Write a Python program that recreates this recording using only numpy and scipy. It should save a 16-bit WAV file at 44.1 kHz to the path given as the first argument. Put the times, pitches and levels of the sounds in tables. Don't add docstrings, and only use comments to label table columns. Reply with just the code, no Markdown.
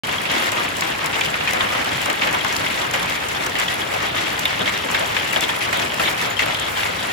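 import sys
import numpy as np
from scipy import signal
from scipy.fft import rfft, irfft
from scipy.io import wavfile
from scipy.ndimage import uniform_filter1d

SR = 44100
rng = np.random.default_rng(int(sys.argv[2]) if len(sys.argv) > 2 else 0)


def inscribe(sig):
    pcm = np.round(np.clip(np.atleast_2d(sig).T, -1, 1) * 32767)
    wavfile.write(sys.argv[1], SR, pcm.astype(np.int16))


N = 313992
TIME = np.arange(N) / SR

# pitch_hz, level_db
YARD_TONE = [(20, -62), (30, -58), (40, -30), (60, -1.5), (80, -6), (100, 2.5), (130, -.5), (170, -1),
             (250, -4), (500, -2), (1200, -5), (2500, -7), (4200, -13), (6500, -27), (11000, -25),
             (16000, -31)]
ICE_TONE = [(600, -18), (2000, -6), (3500, -3), (4400, -2.5), (6500, -.5), (8500, -1), (11000, -1),
            (13000, -3.8), (15500, -6)]
SPLINTER_TONE = [(3000, -24), (6500, -5), (9000, 0), (15500, -3)]
FRAME_TONE = [(100, -12.5), (250, -3.5), (450, -7.5), (700, -2.5), (1100, -1.5), (1600, 1.5), (3000, -1.5),
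              (6000, -48)]
BEAM_TONE = [(50, -18), (95, 0), (300, 0), (750, -2), (1200, -14), (3000, -40), (8000, -65)]
EDGE_TONE = [(1000, -28), (2400, -14), (3100, 0), (3800, 0), (4500, -14), (8000, -35)]
SHEET_TONE = [(300, -17), (800, -13.5), (1400, -12), (2100, -0.5), (2700, -5.5), (3450, -1), (4200, -3),
              (6000, -6.5), (10000, -29.5), (16000, -39)]
BIG_STONE_TONE = [(300, -16), (900, -8), (1400, -5), (2000, 0), (2700, -1), (3500, -1), (4400, -10),
                  (6500, -17), (10000, -27), (16000, -34)]

# start_s, length_s, level_db
SPRAYS = [(.43, .06, -42), (0.857, 0.048, -43), (1.405, .04, -48), (2.616, .06, -47), (5.06, 0.049, -41),
          (6.002, .11, -39), (6.19, 0.063, -45), (6.676, 0.14, -39)]
# start_s, level_db, pitch_hz, snap_offset_db
CRACKS = [(.07, -28, 11000, -6), (0.3154, -28, 6350, -5), (0.381, -26, 4700, -25), (0.4214, -28, 5090, -25),
          (0.5182, -19.5, 7350, -19), (0.768, -25, 7500, -7), (0.8085, -14.5, 5000, -22),
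          (1.06, -19.5, 4900, -10), (1.209, -23, 6410, -20), (1.245, -29, 5000, -26),
          (1.509, -25, 6870, -17), (1.533, -19, 5000, -11), (1.8445, -24, 5010, -14),
          (2.0158, -23, 7190, -12), (2.058, -20, 6070, -21), (2.099, -19, 7100, -21),
          (2.129, -24, 7330, -22), (2.155, -31, 11400, -14), (2.2714, -31, 5170, -3),
          (2.3276, -23.5, 6670, -16), (2.446, -21, 5170, -30), (2.5256, -21, 5400, -23),
          (2.565, -12.5, 5200, -23), (2.911, -23, 5770, -17), (2.937, -24, 4620, -9),
          (3.029, -25, 5700, -24), (3.097, -26, 5880, -8), (3.285, -23, 7050, -20),
          (3.4635, -19, 6200, -16), (3.586, -20, 7030, -20), (3.5986, -17.5, 7360, -23),
          (4.393, -19, 7400, -10), (4.454, -22, 11400, -8.5), (4.592, -28, 4540, -19),
          (4.776, -23, 5250, -24), (4.9137, -22.5, 6980, -15), (4.948, -26, 4600, -25),
          (4.994, -23, 8000, -20), (5.3287, -24, 7210, -6), (5.408, -14, 5150, -30),
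          (5.4264, -26, 4680, -19), (5.5638, -31, 4600, -3), (5.7275, -24, 5500, -30),
          (6.0054, -30, 4570, -11), (5.491, -30, 6180, -10), (5.7724, -29, 6210, -1),
          (5.797, -22, 7170, -21), (5.942, -27.5, 5410, -3), (6.097, -25, 6440, -18),
          (6.2144, -25, 11600, -12), (6.3918, -24, 5100, -10), (6.4234, -27, 4540, -20),
          (6.4592, -27, 11200, -14), (6.5449, -27, 5320, -8), (6.5969, -20, 7300, -16)]
# level_db, fade_s
CRACK_FADES = [(-30, 0.0039), (-14, 0.0016)]
# start_s, length_s, level_db, drumming_offset_db
FLURRIES = [(0.068, 0.1, -28.5, 0.5), (0.294, 0.2, -25.5, -0.5), (0.348, 0.11, -34, 8.5),
            (0.512, 0.15, -27, 3), (0.81, 0.11, -33, 4), (1.033, 0.037, -29, 2), (1.126, 0.07, -24.5, -0.5),
            (1.227, 0.034, -23.5, -18), (1.469, 0.074, -26, 0), (1.527, 0.14, -33, 9.5),
            (1.684, 0.14, -28.5, 3), (1.84, 0.082, -30, 2.5), (2.054, 0.061, -36, 11),
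            (2.203, 0.074, -27, 5.5), (2.322, 0.027, -27.5, 10), (2.433, 0.066, -28.5, -7),
            (2.502, 0.25, -29, -2), (2.784, 0.05, -27, -1), (2.931, 0.034, -25.5, 4),
            (2.967, 0.11, -32.5, 5), (3.115, 0.048, -25.5, -6), (3.343, 0.026, -27, -7),
            (3.398, 0.075, -31, 6), (3.583, 0.059, -26.5, 1), (3.687, 0.042, -26, -15),
            (3.912, 0.05, -27.5, 2), (3.997, 0.076, -29.5, 3), (4.142, 0.047, -25.5, -2),
            (4.198, 0.11, -27, -3.5), (4.39, 0.057, -29.5, -4), (4.488, 0.047, -27, -1.5),
            (4.586, 0.038, -30.5, 8.5), (4.653, 0.04, -23.5, 0.5), (4.718, 0.034, -29, -12),
            (4.88, 0.164, -30.5, 4.5), (5.07, 0.064, -30.5, 1.5), (5.143, 0.24, -28.5, -2.5),
            (5.324, 0.049, -28.5, 2), (5.416, 0.029, -23.5, 2.5), (5.48, 0.022, -22.5, -8),
            (5.605, 0.044, -25.5, -17), (5.725, 0.135, -26.5, 1), (5.992, 0.12, -23, -3),
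            (6.173, 0.1, -25, -3.5), (6.393, 0.045, -25, 1), (6.455, 0.07, -27.5, 2.5),
            (6.598, 0.087, -31, 0), (6.764, 0.11, -27, -4), (6.944, 0.051, -32, -8)]
# start_s, length_s, level_db
EDGE_RUNS = [(.37, .08, -32), (4.05, .06, -32), (4.15, .06, -29), (4.60, .025, -29), (4.725, .05, -32),
             (5.73, .06, -30), (6.045, .035, -25), (6.50, .06, -31), (6.60, .075, -30), (6.96, .08, -31)]
# start_s, pitch_hz, level_db, fade_s, lean_left_db
PINGS = [(.1835, 3270, -19.5, .006, 0), (.3365, 3079, -21, .005, 10), (.6535, 2300, -20, .006, 12),
         (1.211, 3100, -17, .005, 0), (1.4751, 2460, -14.5, 0.0087, 2), (1.490, 1852, -18.5, .008, 8),
         (1.6065, 1916, -12, .005, 2), (1.610, 3640, -17, .005, 4), (2.2185, 2240, -18, .007, 5),
         (2.942, 2993, -25, .009, 1), (3.5615, 2900, -16, .007, 5), (3.6055, 3020, -24, .007, 8),
         (3.680, 3340, -18, .005, 0), (3.683, 1920, -22, .018, 2), (3.818, 3300, -16, .005, 0),
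         (4.1655, 1240, -20, 0.0096, 7), (4.4545, 3650, -11, .0055, -2), (4.456, 1830, -16.5, 0.0088, -3),
         (4.6095, 3338, -19.5, .005, 8), (4.675, 2160, -16.5, .012, 1), (4.947, 1820, -15, .006, -4),
         (4.946, 2700, -18.5, .005, 10), (4.946, 3670, -18, .005, 0), (5.1655, 1701, -17, .007, 7),
         (5.1655, 3120, -22, .005, 0), (5.329, 2120, -18, .007, 0), (5.3615, 3170, -9.5, .005, 2),
         (5.4125, 3480, -20, .009, 5), (5.490, 3295, -16, .005, 0), (5.497, 1800, -21, .016, 2),
         (5.6235, 2132, -24, .006, -4), (5.7345, 2132, -22, .006, -3), (5.742, 1486, -15, .006, -6),
         (6.069, 3360, -22, .005, -5), (6.2235, 3480, -22, .007, 7), (6.303, 6994, -27, 0.018, 0),
         (6.303, 15358, -34, .01, 0), (6.3685, 3150, -20, .018, 5), (6.3925, 2030, -11.5, .005, 0),
         (6.3925, 2735, -16.5, .006, 4), (6.4105, 2606, -18, .007, -3), (6.4215, 1880, -13, .006, 6),
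         (6.6025, 3208, -23, .006, 2), (7.0065, 3380, -22.5, .006, 5)]
# start_s, level_db, pitch_hz
BOOMS = [(.36, -26.5, 270), (1.27, -29, 115), (1.553, -26, 240), (1.905, -25.5, 125), (3.02, -30, 105),
         (4.605, -23, 230), (4.844, -23, 497), (5.003, -18.5, 630), (5.783, -25, 110), (5.998, -18, 595),
         (6.475, -26, 700)]
# start_s, level_db, pitch_hz, lean_left, thud_offset_db
ROOF_HITS = [(0.2536, -17, 2450, -18, -23), (0.422, -19, 1590, -4, -6), (0.8209, -13.5, 2330, 0, -7),
             (1.21, -9.5, 2500, -2, -26), (1.256, -13.5, 3000, 6, -21), (1.3405, -11.5, 2030, -1, -8),
             (1.4075, -17, 2280, -14, -2), (1.4743, -11, 2500, 2, -12), (1.5325, -16.5, 2360, 3, -1),
             (1.6067, -11.5, 3200, 1, -4), (1.9158, -18, 3040, 4, -2), (2.059, -15.5, 1730, 3, -6),
             (2.0995, -11, 1690, 4, -23), (2.2185, -11, 2440, -9, -11), (2.2322, -13, 2900, 0, -23),
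             (2.2718, -14.5, 2210, 1.5, -5), (2.288, -14, 2300, 1, -20), (2.4465, -14.5, 1210, 8, 0.5),
             (2.6628, -13.5, 2420, 0, -21), (2.938, -15, 1810, 1, -3), (3.553, -12, 1900, -1, -11),
             (3.6808, -13.5, 3300, 0, -24), (4.179, -17, 2270, 1, -18), (4.454, -10, 2880, -1, -15),
             (4.5408, -16, 2050, -3, -8), (4.593, -19, 3240, -2, -17), (4.676, -12, 2190, 1, -19),
             (4.946, -7, 1750, 2, -20), (5.1657, -9, 2500, 4, -15), (5.3305, -15, 2120, 2.5, -9),
             (5.362, -13.5, 1700, 8, -2), (5.439, -20, 3360, 0, -22), (5.4918, -12.5, 1800, 3, -4),
             (5.7272, -14, 2070, -13, -3), (5.996, -15, 2630, 8, -0.5), (6.0585, -13, 2520, 0, -26),
             (6.0736, -14, 2000, 3, -26), (6.3925, -7, 2030, -4, -30), (6.5467, -14, 3270, -6, -30),
             (6.8038, -16.5, 2960, 4, -21), (6.8292, -16, 2150, 1, -18)]

# pitch_hz, likeness (0 to 1)
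SIDE_LIKENESS = [(60, .94), (130, .9), (220, .74), (400, .42), (680, .52), (1200, .23), (2000, .05),
                 (3100, .34), (4500, .32), (5700, .1), (7000, .8), (8500, .95)]
# pitch_hz, lead_radians
LEFT_LEAD = [(100, 0), (220, .12), (380, 1.55), (680, 2.55), (1400, 3), (2100, 1.4), (3100, .95),
             (4200, .1)]
# pitch_hz, boost_db
LEFT_BOOST = [(130, 0), (300, 0), (480, 3), (700, 3.3), (1100, 1), (1700, -.6), (2400, 1.8), (3300, 2.4),
              (5000, 2.5), (7500, 0)]


def gain(db):
    return 10 ** (np.asarray(db) / 20)


def normalise(x):
    return x / np.sqrt(np.mean(x ** 2))


def read_curve(curve, hz):
    pitches, values = np.transpose(curve)
    return np.interp(np.log(hz + 1), np.log(pitches), values)


def colour(x, tone, size=4096):
    cepstrum = irfft(np.log(gain(read_curve(tone, np.fft.rfftfreq(size, 1 / SR)))))
    cepstrum[1:size // 2] *= 2
    cepstrum[size // 2 + 1:] = 0
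    response = irfft(np.exp(rfft(cepstrum)))
    return signal.oaconvolve(x, response[None] / np.linalg.norm(response), axes=1)[:, :x.shape[1]]


def add(track, start_s, sound):
    start = max(int(start_s * SR), 0)
    part = sound[:, :max(N - start, 0)]
    track[:, start:start + part.shape[1]] += part


def hit(pitch_hz, width_hz, ring_db, burst_s, tail_s, tail_db, size=6144, spread_s=.00092):
    t = np.arange(size) / SR
    noise = rng.standard_normal((2, size))
    resonance = signal.iirpeak(min(pitch_hz, SR / 3), max(pitch_hz / width_hz, 1), fs=SR)
    ring = signal.lfilter(*resonance, noise)
    swell = 1 - np.exp(-(t / spread_s) ** 2)
    shape = swell * np.hypot(np.exp(-t / burst_s), gain(tail_db) * np.exp(-t / tail_s))
    sound = (noise + gain(ring_db) * normalise(ring)) * shape
    return normalise(sound) * np.sqrt(np.mean(shape ** 2)) / shape.max()


def shower(per_s, spread_db):
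    chance, smallness = rng.random((2, N))
    return (chance < per_s / SR) * gain(-spread_db * smallness) * rng.choice([-1, 1], N)


def pelt(spots, tone, level_db, per_s, spread_db):
    spots = [colour(spot, tone) for spot in spots]
    spots = [spot / np.sqrt(np.sum(spot ** 2) / 2) for spot in spots]
    stones = normalise(shower(per_s, spread_db)) * gain(level_db)
    out = np.zeros((2, N))
    for i in np.flatnonzero(stones):
        add(out, i / SR, stones[i] * spots[i % len(spots)])
    return out


def flurry(start_s, length_s, rise_s=.0017, fade_s=.0027):
    rise = np.clip((TIME - start_s) / rise_s, 0, 1)
    return rise * np.exp(-np.maximum(TIME - start_s - length_s, 0) / fade_s)


def runs_db(runs):
    strength = sum(gain(db) * flurry(start_s, length_s) for start_s, length_s, db in runs)
    return 20 * np.log10(strength + 1e-9)


def hailfall(steady_db=(-30.5, -28, -40), flicker_db=(1.5, .9, 1.7), flicker_per_s=24, spatter_db=-11):
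    hold = int(SR / flicker_per_s)
    steps = rng.standard_normal(N)[np.arange(N) // hold]
    flicker = normalise(uniform_filter1d(steps, hold))
    power = gain(np.array(steady_db)[:, None] + np.outer(flicker_db, flicker)) ** 2
    for start_s, length_s, db, drumming_db in FLURRIES:
        strengths = gain([db, db + drumming_db, db + spatter_db])
        power += np.outer(strengths ** 2, flurry(start_s, length_s) ** 2)
    return 10 * np.log10(power)


def yard_roar(level_db=-29):
    stones = np.array([shower(per_s=7000, spread_db=13.5) for _ in range(2)])
    return gain(level_db) * normalise(colour(stones, YARD_TONE))


def ice_spatter(level_db):
    spots = [hit(hz, width_hz=1500, ring_db=-4, burst_s=.0014, tail_s=.008, tail_db=-12, size=1536)
             for hz in np.geomspace(4400, 12500, num=64)]
    return pelt(spots, ICE_TONE, level_db, per_s=850, spread_db=18)


def splinter_sprays():
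    spots = [hit(hz, width_hz=1200, ring_db=0, burst_s=.0012, tail_s=.006, tail_db=-12, size=1024)
             for hz in np.geomspace(8000, 15000, num=24)]
    return pelt(spots, SPLINTER_TONE, runs_db(SPRAYS), per_s=700, spread_db=10)


def stray_taps(tap_db=-35, tick_db=-46):
    taps = [hit(hz, width_hz=220, ring_db=4, burst_s=.0045, tail_s=.016, tail_db=-10, size=3072)
            for hz in np.geomspace(1600, 3300, num=32)]
    ticks = [hit(hz, width_hz=900, ring_db=-2, burst_s=.003, tail_s=.012, tail_db=-10, size=3072)
             for hz in np.geomspace(4800, 12000, num=24)]
    on_roof = pelt(taps, BIG_STONE_TONE, tap_db, per_s=28, spread_db=0)
    return on_roof + pelt(ticks, ICE_TONE, tick_db, per_s=14, spread_db=12)


def near_cracks(crack_db=-2, snap_db=6.5):
    cracks, snaps = np.zeros((2, 2, N))
    for start_s, db, hz, snap_offset_db in CRACKS:
        fade_s = np.interp(db, *np.transpose(CRACK_FADES))
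        crack = hit(hz, width_hz=2000, ring_db=-3, burst_s=fade_s,
                    tail_s=.012, tail_db=-18, spread_s=.0003)
        snap = hit(11000, width_hz=6000, ring_db=-3, burst_s=.0019,
                   tail_s=.006, tail_db=-20, spread_s=.0003)
        add(cracks, start_s, gain(db) * crack)
        add(snaps, start_s, gain(db + snap_offset_db) * snap)
    return gain(crack_db) * colour(cracks, ICE_TONE) + gain(snap_db) * colour(snaps, SPLINTER_TONE)


def roof_drumming(level_db):
    spots = [hit(hz, width_hz=274, ring_db=-4, burst_s=.0033, tail_s=.029, tail_db=-8.5, size=3072)
             for hz in np.geomspace(380, 1300, num=48)]
    return pelt(spots, FRAME_TONE, level_db, per_s=700, spread_db=14)


def edge_clatter():
    spots = [hit(hz, width_hz=450, ring_db=-2, burst_s=.003, tail_s=.012, tail_db=-12, size=2048)
             for hz in np.geomspace(3000, 3950, num=24)]
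    return pelt(spots, EDGE_TONE, runs_db(EDGE_RUNS), per_s=400, spread_db=6)


def roof_clatter(level_db):
    spots = [hit(hz, width_hz=260, ring_db=1, burst_s=.003, tail_s=.016, tail_db=-13, size=3072)
             for hz in np.geomspace(1400, 3500, num=64)]
    return pelt(spots, SHEET_TONE, level_db, per_s=560, spread_db=8)


def metal_pings(max_detune=.085, neighbour_db=-10.5, neighbour_fade_s=.0041):
    out, t = np.zeros((2, N)), np.arange(SR // 8) / SR
    neighbour_shape = gain(neighbour_db) * np.exp(-t / neighbour_fade_s)
    for start_s, hz, db, fade_s, lean_left_db in PINGS:
        pitches = (hz * (1 + side * max_detune * rng.uniform(.36, 1)) for side in (-1, 0, 1))
        below, note, above = (np.sin(2 * np.pi * (pitch * t + rng.random((2, 1)))) for pitch in pitches)
        ping = note * np.exp(-t / fade_s) + (below + above) * neighbour_shape
        sides = normalise(gain(np.array([[lean_left_db], [-lean_left_db]]) / 2))
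        add(out, start_s, gain(db) * sides * ping)
    return out


def beam_booms(level_db=-13):
    out = np.zeros((2, N))
    for start_s, db, hz in BOOMS:
        boom = hit(hz, width_hz=110, ring_db=-6, burst_s=.048, tail_s=.054, tail_db=-8, size=12288)
        add(out, start_s, gain(db) * boom)
    return gain(level_db) * colour(out, BEAM_TONE)


def big_stones(clack_db=-10, thud_db=-6.5, rattle_db=-10):
    clacks, thuds = np.zeros((2, 2, N))
    for start_s, db, hz, lean_left, thud_offset_db in ROOF_HITS:
        sides = gain(db + np.array([[lean_left], [-lean_left]]) / 4)
        clack = hit(hz, width_hz=750, ring_db=-2.5, burst_s=.005, tail_s=.014, tail_db=-10)
        rattle = hit(hz, width_hz=1200, ring_db=-8, burst_s=.006, tail_s=.04, tail_db=-1)
        thud_hz = rng.uniform(560, 1250)
        thud = hit(thud_hz, width_hz=260, ring_db=-4, burst_s=.005, tail_s=.03, tail_db=-6)
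        add(clacks, start_s, sides * (clack + gain(rattle_db) * rattle))
        add(thuds, start_s, sides * gain(thud_offset_db) * thud)
    return gain(clack_db) * colour(clacks, BIG_STONE_TONE) + gain(thud_db) * colour(thuds, FRAME_TONE)


def left_and_right(pair, treble_hz=6000, treble_lag_s=12 / SR):
    hz = np.fft.rfftfreq(N, 1 / SR)
    left, other = rfft(pair)
    likeness = np.clip(read_curve(SIDE_LIKENESS, hz), 0, 1)
    lead = np.where(hz < treble_hz, read_curve(LEFT_LEAD, hz), -2 * np.pi * hz * treble_lag_s)
    right = likeness * np.exp(-1j * lead) * left + np.sqrt(1 - likeness ** 2) * other
    half_boost_db = read_curve(LEFT_BOOST, hz) / 2
    return irfft(np.array([left * gain(half_boost_db), right * gain(-half_boost_db)]), N)


def scene():
    clatter_db, drumming_db, spatter_db = hailfall()
    porch = roof_clatter(clatter_db) + edge_clatter() + roof_drumming(drumming_db) + beam_booms()
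    ice = ice_spatter(spatter_db) + splinter_sprays() + near_cracks()
    return left_and_right(porch + big_stones() + metal_pings() + ice + yard_roar() + stray_taps())


def record(dry):
    start_s, top_hz = .035, 15900
    treble_cut = signal.ellip(10, .1, 80, top_hz, fs=SR, output="sos")
    return signal.sosfilt(treble_cut, dry * (TIME > start_s))


dry = scene()
out = record(dry)
inscribe(out)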